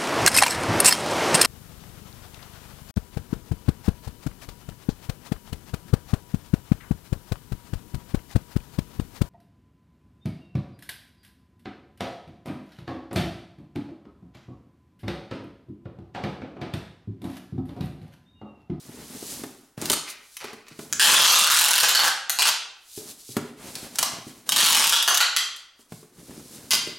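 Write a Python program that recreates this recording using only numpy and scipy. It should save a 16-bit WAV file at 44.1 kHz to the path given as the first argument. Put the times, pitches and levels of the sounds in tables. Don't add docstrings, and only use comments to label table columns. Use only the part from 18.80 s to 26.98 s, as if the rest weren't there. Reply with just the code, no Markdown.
import sys
import numpy as np
from scipy import signal
from scipy.fft import rfft, irfft, next_fast_len
from scipy.io import wavfile
from scipy.ndimage import uniform_filter1d, minimum_filter1d, map_coordinates

SR = 44100
rng = np.random.default_rng(int(sys.argv[2]) if len(sys.argv) > 2 else 0)


def log_audio(samples):
    frames = np.atleast_2d(samples).T
    limited = np.clip(frames, -1, 1)
    pcm = np.round(limited * 32767).astype(np.int16)
    wavfile.write(sys.argv[1], SR, pcm)


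N = 360914

# [loudest at t/s, rise/s, fall/s, level/dB]
BRUSHES = [(0, .1, 0.13, -50.5), (.52, 0.21, 0.11, -36.5), (1.302, .015, 0.019, -35.5),
           (1.55, 0.13, 0.13, -51), (2.02, 0.028, .05, -45.5), (4.18, 0.054, 0.052, -37.5),
           (4.31, 0.064, 0.028, -40), (4.41, 0.028, 0.023, -46.5), (4.52, 0.07, 0.045, -40),
           (5.16, .012, 0.016, -41), (5.49, 0.038, 0.024, -46.5), (7.01, 0.024, 0.043, -56),
           (7.76, 0.1, 0.024, -45.5)]
BRUSH_DROP_DB = 8.5
# [t/s, length/s, judder level/dB, scrape level/dB, hiss level/dB]
SLIDES = [(0.093, 0.53, -47, -50.5, -59), (.66, 0.11, -60, -65.5, -85), (1.007, 0.14, -44, -40.5, -40.5),
          (1.616, 0.033, -69, -44.5, -69.5), (1.95, 0.36, -69.5, -58.5, -52.5),
          (4.178, 0.13, -55.5, -56, -51.5), (4.552, 0.12, -57.5, -51.5, -54.5),
          (4.826, 0.22, -45, -46, -43.5), (5.155, 0.18, -49.5, -43.5, -46.5),
          (5.49, .1, -62.5, -61.5, -55.5), (5.664, 0.024, -58.5, -51.5, -48),
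          (7.102, 0.09, -61, -65, -52.5), (7.379, 0.21, -46, -57, -51.5), (7.65, 0.45, -51, -56, -50.5)]
GRIP_SHARE, COAST_DB_PER_S = 0.56, 109
ROLLER_DB, ROLLER_FADE_DB_PER_S = -37, 42.5
# [f/Hz, level/dB]
JUDDER_SPECTRUM = [(25, -39), (65, -3.5), (95, -7.5), (150, 1.5), (200, 0.5), (240, 5), (290, 1.5),
                   (370, -3), (480, -6.5), (750, -21), (1500, -45.5)]
# [f/Hz, level/dB]
SCRAPE_SPECTRUM = [(300, -3.5), (600, 8.5), (1200, 4.5), (3000, 1.5), (6000, -11), (12000, -37)]
# [f/Hz, level/dB]
HISS_SPECTRUM = [(800, -37), (2200, -15), (4000, -2.5), (7000, -1.5), (11000, -2.5), (16000, -13.5)]
# [f/Hz, level/dB]
AIR_SPECTRUM = [(25, 4.5), (60, 8), (150, -2.5), (400, 0), (1500, 1), (5000, -16), (16000, -17.5)]
# [f/Hz, side over mid level/dB]
WIDTH = [(100, -34), (500, -15.5), (1200, -11.5), (3500, -12), (8000, -12.5), (14000, -18)]
# [t/s, level/dB, favoured f/Hz, slap level/dB]
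KNOCKS = [(0.088, -37.5, 140, -37), (0.35, -35, 234, -15), (0.425, -32, 315, -5), (0.636, -26.5, 307, 3),
          (0.977, -28.5, 116, -2.5), (1.022, -26, 318, 0), (1.103, -24.5, 387, 7.5), (1.642, -32.5, 388, 7),
          (1.731, -37, 437, 6), (1.911, -43, 124, -6), (1.991, -29.5, 320, 0.5), (2.052, -47, 150, 0.5),
          (4.176, -31, 377, -10), (4.49, -37, 118, -9), (4.567, -14.5, 250, -0.5), (5.386, -36, 178, -1.5),
          (5.468, -33.5, 237, -28), (6.992, -49.5, 272, 0.5), (7.121, -31, 150, -1.5),
          (7.229, -40, 377, -5), (7.508, -38.5, 172, 0), (7.596, -41, 231, 1), (7.931, -34, 218, 11),
          (8.072, -29.5, 369, 0)]
# [f/Hz, level/dB, t60/s]
BOX_MODES = [(112.7, -6.5, 0.16), (148.3, -6, 0.12), (203, -12, 0.097), (238, -4, 0.12), (296, -2.5, .06),
             (368, 0.5, 0.047), (433, -7, 0.12), (581, -19.5, 0.3), (635, -22, 0.074), (815, -13, 0.084)]
# [f/Hz, level/dB]
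SLAP_SPECTRUM = [(150, -16), (600, 3), (1300, 0.5), (2500, -6), (5000, -10.5), (10000, -10), (16000, -19)]
# [f/Hz, t60/s]
ROOM_DECAY = [(100, 0.36), (300, 0.62), (1000, 0.61), (3500, 0.61), (6400, 0.48), (9000, 0.39),
              (13000, 0.25), (16000, 0.13)]
# [t/s, level/dB, resonance f/Hz]
TICKS = [(1.015, -19, 7200), (1.0563, -14, 4540), (1.5684, -19.5, 2290), (1.6152, -42, 1500),
         (1.8834, -32.5, 2360), (4.954, -18, 4400), (5.1566, -19, 5550), (6.763, -29, 9000)]
# [t/s, level/dB, tape runs on for/s, film ring f/Hz, stretched-tape drum f/Hz, body level/dB]
SNAPS = [(1.099, -31, 0.0019, 3970, 1520, -4.5), (1.117, -33, 0, 8900, 1400, -8.5),
         (1.13, -34, 0.0069, 4420, 1250, 2), (2.127, -32, 0.00061, 6660, 1720, 0),
         (2.196, -14, 0.0016, 1670, 1740, -6), (3.031, -22.5, 0.0099, 1610, 1500, 3.5),
         (3.085, -17.5, 0, 4460, 1520, -9), (3.149, -17.5, 0, 4360, 1390, -3.5),
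         (3.192, -27, 0, 3360, 1526, 7), (3.235, -27, 0.048, 1670, 1530, 7),
         (3.496, -29, 0, 4230, 1290, -3), (3.588, -18.5, 0, 4300, 1340, -5),
         (3.621, -24, 0, 3380, 1330, -3), (3.653, -24, .04, 1420, 1160, 1),
         (5.186, -31, 0.0037, 760, 860, 2.5), (5.228, -31.5, 0.0024, 5970, 855, 4),
         (5.691, -32, 0.0018, 3630, 797.5, 0), (5.721, -28, 0.002, 3170, 930, -2),
         (6.124, -19, 0.011, 3270, 1360, -4.5), (6.157, -23, 0, 3430, 1404, -1.5),
         (6.226, -36.5, 0, 4890, 1440, 0), (6.277, -19.5, 0.00063, 1540, 1620, 0.5),
         (6.344, -25, 0, 6300, 1450, -3.5), (6.373, -29.5, 0.0038, 3730, 1443, -4),
         (6.404, -19.5, 0.0031, 4400, 1470, -0.5), (6.564, -24, 0, 3340, 1620, -4),
         (7.907, -22, 0.047, 4830, 1130, -4.5)]
# [t/s, slip rate/Hz, level/dB, body level/dB]
PULLS = [
    [(2.217, 44, -22.5, -1.5), (2.4, 37.9, -20, 3), (2.55, 34.2, -22, -1.5), (2.8, 42.3, -26, -1.5),
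     (3.01, 39.8, -31, 4.5)],
    [(5.76, 46.2, -23.5, -5), (5.86, 53, -25, -2), (5.98, 39.8, -24.5, 2.5), (6.11, 38, -35, -7)],
]
# [f/Hz, level/dB]
FILM_SPECTRUM = [(40, -27), (150, -25), (330, -20.5), (550, -13), (900, -4), (1550, -3.5), (2250, -5.5),
                 (3000, -2), (4200, 0), (7000, 0), (11000, -1.5), (16000, -9)]
# [f/Hz, half width/octaves, level/dB]
DISPENSER = [(2880, 0.14, 4), (3180, 0.011, 2), (5570, 0.044, 1.5)]
RING_HZ, RING_RISE = 2980, 0.4
DRUM_HZ, DRUM_RISE = 1170, 0.42
SLIP_SCATTER, SLIP_SCATTER_DB = 0.13, 1
RING_SCATTER, DRUM_SCATTER = 0.25, 0.22
CLEAN_DB, DULLING = -32.5, 0.59
PULL_SIZZLE_DB = 2.5
TEAR_T60_S = 0.017
# [t/s, length/s, level/dB]
CRINKLES = [(1.262, 0.017, -39), (1.604, .008, -38), (1.641, 0.044, -43), (1.866, 0.055, -53)]
# [f/Hz, level/dB]
CRINKLE_SPECTRUM = [(250, -29), (600, -15.5), (1310, -0.5), (1650, -4.5), (2400, 2), (3200, -9.5),
                    (4500, -4), (15000, -31.5)]
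# [t/s, level/dB, favoured f/Hz]
JERKS = [(3.498, -56, 2920), (5.186, -48, 3300), (6.564, -36.5, 3300), (7.908, -31.5, 3700)]
# [f/Hz, level/dB, t60/s]
BLADE_MODES = [(2030, 2, 0.5), (2840, 4, .45), (3100, -20, 0.45), (3180, 4, 0.43), (3800, -5, 0.32),
               (4700, 2, 0.62), (5030, -9.5, 0.42)]
TOP_HZ = 15950


def amp(db):
    return 10 ** (np.asarray(db) / 20)


def unit(x):
    return x / np.sqrt(np.mean(x ** 2) + 1e-20)


def along(points, hz):
    f, value = np.transpose(points)
    return np.interp(np.log(hz + 1), np.log(f + 1), value)


def hump(hz, centre, octaves):
    return 1 / (1 + (np.log2((hz + 1) / centre) / octaves) ** 2)


def coloured(x, gain_db):
    m = 2 * next_fast_len(x.shape[-1] // 2 + 2048)
    cepstrum = irfft(np.log(amp(gain_db(np.fft.rfftfreq(m, 1 / SR)))), m)
    cepstrum[1:m // 2] *= 2
    cepstrum[m // 2 + 1:] = 0
    response = np.exp(rfft(cepstrum))
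    return irfft(rfft(x, m) * response, m)[..., :x.shape[-1]]


def wobble(rate):
    knots = rng.standard_normal(int(N * rate / SR) + 4)
    return map_coordinates(knots, [np.arange(N) * rate / SR])


def burst(t, t60):
    return rng.standard_normal(len(t)) * amp(-60 * t / t60)


def add(track, s, x):
    part = track[..., max(round(s * SR), 0):][..., :x.shape[-1]]
    part += x[..., :part.shape[-1]]


def spread(pair):
    side = coloured(pair[1], lambda hz: along(WIDTH, hz))
    return np.array([pair[0] + side, pair[0] - side])


def shove(s, length):
    t = np.arange(N) / SR - s
    hold = np.clip(t / (GRIP_SHARE * length) + 0.5, 0, 1)
    return hold * amp(-COAST_DB_PER_S * np.maximum(t - length, 0))


def friction(spectrum, catches, smooth):
    grains = (rng.random((2, N)) < catches / SR) * rng.standard_normal((2, N))
    rubbing = unit(grains) + smooth * rng.standard_normal((2, N))
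    return unit(spread(coloured(rubbing, lambda hz: along(spectrum, hz))))


def slides(judder_db=0, scrape_db=0, hiss_db=0):
    t = np.arange(N) / SR
    pushes = [shove(s, length) for s, length, *_ in SLIDES]
    judder, scrape, hiss = amp([row[2:] for row in SLIDES]).T @ pushes
    for pull in PULLS:
        start, end = pull[0][0], pull[-1][0]
        roller = amp(ROLLER_DB - ROLLER_FADE_DB_PER_S * abs(t - start))
        judder = judder + shove(start, end - start) * roller
    for s, rise, fall, db in BRUSHES:
        away = np.maximum((s - t) / rise, (t - s) / fall)
        hiss = np.hypot(hiss, amp(db - BRUSH_DROP_DB * away))
    grip = wobble(28)
    judder = judder * amp(judder_db + 1.8 * grip)
    scrape = scrape * amp(scrape_db + 1.9 * grip)
    hiss = hiss * amp(hiss_db + 0.5 * grip)
    return (judder * friction(JUDDER_SPECTRUM, catches=120, smooth=1.0)
            + scrape * friction(SCRAPE_SPECTRUM, catches=1200, smooth=4.3)
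            + hiss * friction(HISS_SPECTRUM, catches=4300, smooth=1.1))


def knocks(thud_db=2, slap_db=0, spot_db=9):
    out, t = np.zeros(N), np.arange(SR // 4) / SR
    hz, level, t60 = np.transpose(BOX_MODES)[:, :, None]
    for s, db, spot_hz, hard_db in KNOCKS:
        strength = level + spot_db * hump(hz, spot_hz, 0.36) + rng.normal(0, 2.1, hz.shape)
        mode_hz = hz * (1 + rng.normal(0, 0.025, hz.shape))
        swing = np.sin(2 * np.pi * mode_hz * t) * rng.choice([-1, 1], hz.shape)
        thud = np.sum(amp(strength - 60 * t / t60) * swing, 0)
        thud = thud * (1 - np.exp(-t / 0.00042))
        thud = coloured(thud, lambda f: -12 / (1 + (f / 85) ** 4))
        slap = coloured(burst(t, 0.059), lambda f: along(SLAP_SPECTRUM, f))
        thud = amp(thud_db) * thud / abs(thud).max()
        slap = amp(hard_db + slap_db) * slap / abs(slap).max()
        add(out, s, amp(db) * (thud + slap))
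    return out


def room(x, build=0.0085):
    out, hop = np.zeros((2, N)), SR // 4
    for start in range(-hop, N, hop):
        part = x[max(start, 0):start + 2 * hop]
        window = np.hanning(2 * hop)[max(-start, 0):]
        part = part * window[:len(part)]
        hz, t, bands = signal.stft(rng.standard_normal((2, 3 * hop)), SR, nperseg=256)
        decay = amp(-60 * t / along(ROOM_DECAY, hz)[:, None])
        tail = signal.istft(bands * decay, SR, nperseg=256)[1]
        tail *= 1 - np.exp(-np.arange(tail.shape[1]) / SR / build)
        tail = tail / np.linalg.norm(tail[0])
        add(out, max(start, 0) / SR, signal.fftconvolve(part[None], tail, axes=1))
    return spread(out)


def ticks(tick_db=-1):
    out, t = np.zeros(N), np.arange(SR // 10) / SR
    for s, db, tick_hz in TICKS:
        click = coloured(burst(t, 0.02), lambda hz: along(FILM_SPECTRUM, hz) + 8 * hump(hz, tick_hz, 0.28))
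        add(out, s, amp(db + tick_db) * click / abs(click).max())
    return out


def snap(db, run_s, ring_hz, drum_hz, body_db, bright_db=0,
         snap_db=3, ring_db=7, drum_db=6, tear_db=-10, crackle_db=6):
    t = np.arange(SR // 8) / SR
    bunches = np.repeat(rng.standard_normal(len(t)), 22)[:len(t)]
    threads = unit(amp(crackle_db * bunches))
    crack = burst(t, 0.0046) * (1 - np.exp(-t / 0.00052))
    tear = amp(tear_db) * threads * burst(np.maximum(t - run_s, 0), TEAR_T60_S)

    def resonance(hz):
        housing = sum(gain * hump(hz, centre, width) for centre, width, gain in DISPENSER)
        film = ring_db * hump(hz, ring_hz, 0.076)
        skin = drum_db * hump(hz, drum_hz, 0.15)
        return along(FILM_SPECTRUM, hz) + housing + film + skin

    sizzle_db = bright_db + DULLING * (CLEAN_DB - db)

    def tone(hz):
        body = body_db / (1 + (hz / 2100) ** 4)
        sizzle = sizzle_db * (1 - 1 / (1 + (hz / 6400) ** 4))
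        return body + sizzle

    slip = unit(coloured(crack + tear, resonance))
    return amp(db + snap_db) * coloured(slip, tone)


def tape(single_db=-1, pull_db=-1):
    out = np.zeros(N)
    for s, *jerk in SNAPS:
        add(out, s, amp(single_db) * snap(*jerk))
    for pull in PULLS:
        when, rate, level, body = np.transpose(pull)
        t = np.arange(when[0], when[-1], 1 / SR)
        slips = np.cumsum(np.interp(t, when, rate)) / SR
        scatter = rng.standard_normal((int(slips[-1]) + 1, 4))
        for k, (late, loud, high, taut) in enumerate(scatter):
            s = np.interp(k + SLIP_SCATTER * late, slips, t)
            ring_hz = RING_HZ * 2 ** (RING_RISE * (s - t[0]) + RING_SCATTER * high)
            drum_hz = DRUM_HZ * 2 ** (DRUM_RISE * (s - t[0]) + DRUM_SCATTER * taut)
            db = np.interp(s, when, level) + SLIP_SCATTER_DB * loud
            body_db = np.interp(s, when, body)
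            add(out, s, amp(pull_db) * snap(db, 0, ring_hz, drum_hz, body_db, PULL_SIZZLE_DB))
    return out


def crinkles(release_db_per_s=500):
    t = np.arange(N) / SR
    press = sum((t > s) * amp(db - release_db_per_s * np.maximum(t - s - length, 0))
                for s, length, db in CRINKLES)
    return press * friction(CRINKLE_SPECTRUM, catches=800, smooth=0.12)[0]


def cutter(blade_db=-4, waver=1.58, spot_db=6):
    out, t = np.zeros(N), np.arange(SR) / SR
    for s, db, spot_hz in JERKS:
        for hz, level, t60 in BLADE_MODES:
            level = level + spot_db * hump(hz, spot_hz, 0.1)
            drift = waver * np.cumsum(rng.standard_normal(SR)) / np.sqrt(SR / 100)
            envelope = amp(db + blade_db + level + rng.normal(0, 2.7) - 60 * t / t60)
            add(out, s, envelope * np.sin(2 * np.pi * hz * t + drift))
    return out


def scene(echo_db=-3, wall_db=-6, box_echo_db=-4, air_db=-68):
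    film = tape() + ticks() + crinkles() + cutter()
    box = knocks()
    wall = np.zeros(N)
    add(wall, 0.0059, amp(wall_db) * film)
    echo = room(film + amp(box_echo_db) * box)
    air = unit(spread(coloured(rng.standard_normal((2, N)), lambda hz: along(AIR_SPECTRUM, hz))))
    return film + box + wall + amp(echo_db) * echo + slides() + amp(air_db) * air


def record(dry, ceiling_db=-13.0, release_db=1900):
    power = abs(uniform_filter1d(np.mean(dry ** 2, 0), size=36))
    over = np.maximum(10 * np.log10(power + 1e-12) - ceiling_db, 0)
    ahead = -minimum_filter1d(-over, size=91, origin=-45)
    ramp = release_db * np.arange(N) / SR
    held = np.maximum.accumulate(ahead + ramp) - ramp
    duck = uniform_filter1d(held, size=30)
    m = next_fast_len(N + SR // 2)
    passed = np.fft.rfftfreq(m, 1 / SR) < TOP_HZ
    return irfft(rfft(dry * amp(-duck), m) * passed, m)[:, :N]


dry = scene()
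out = record(dry)
log_audio(out)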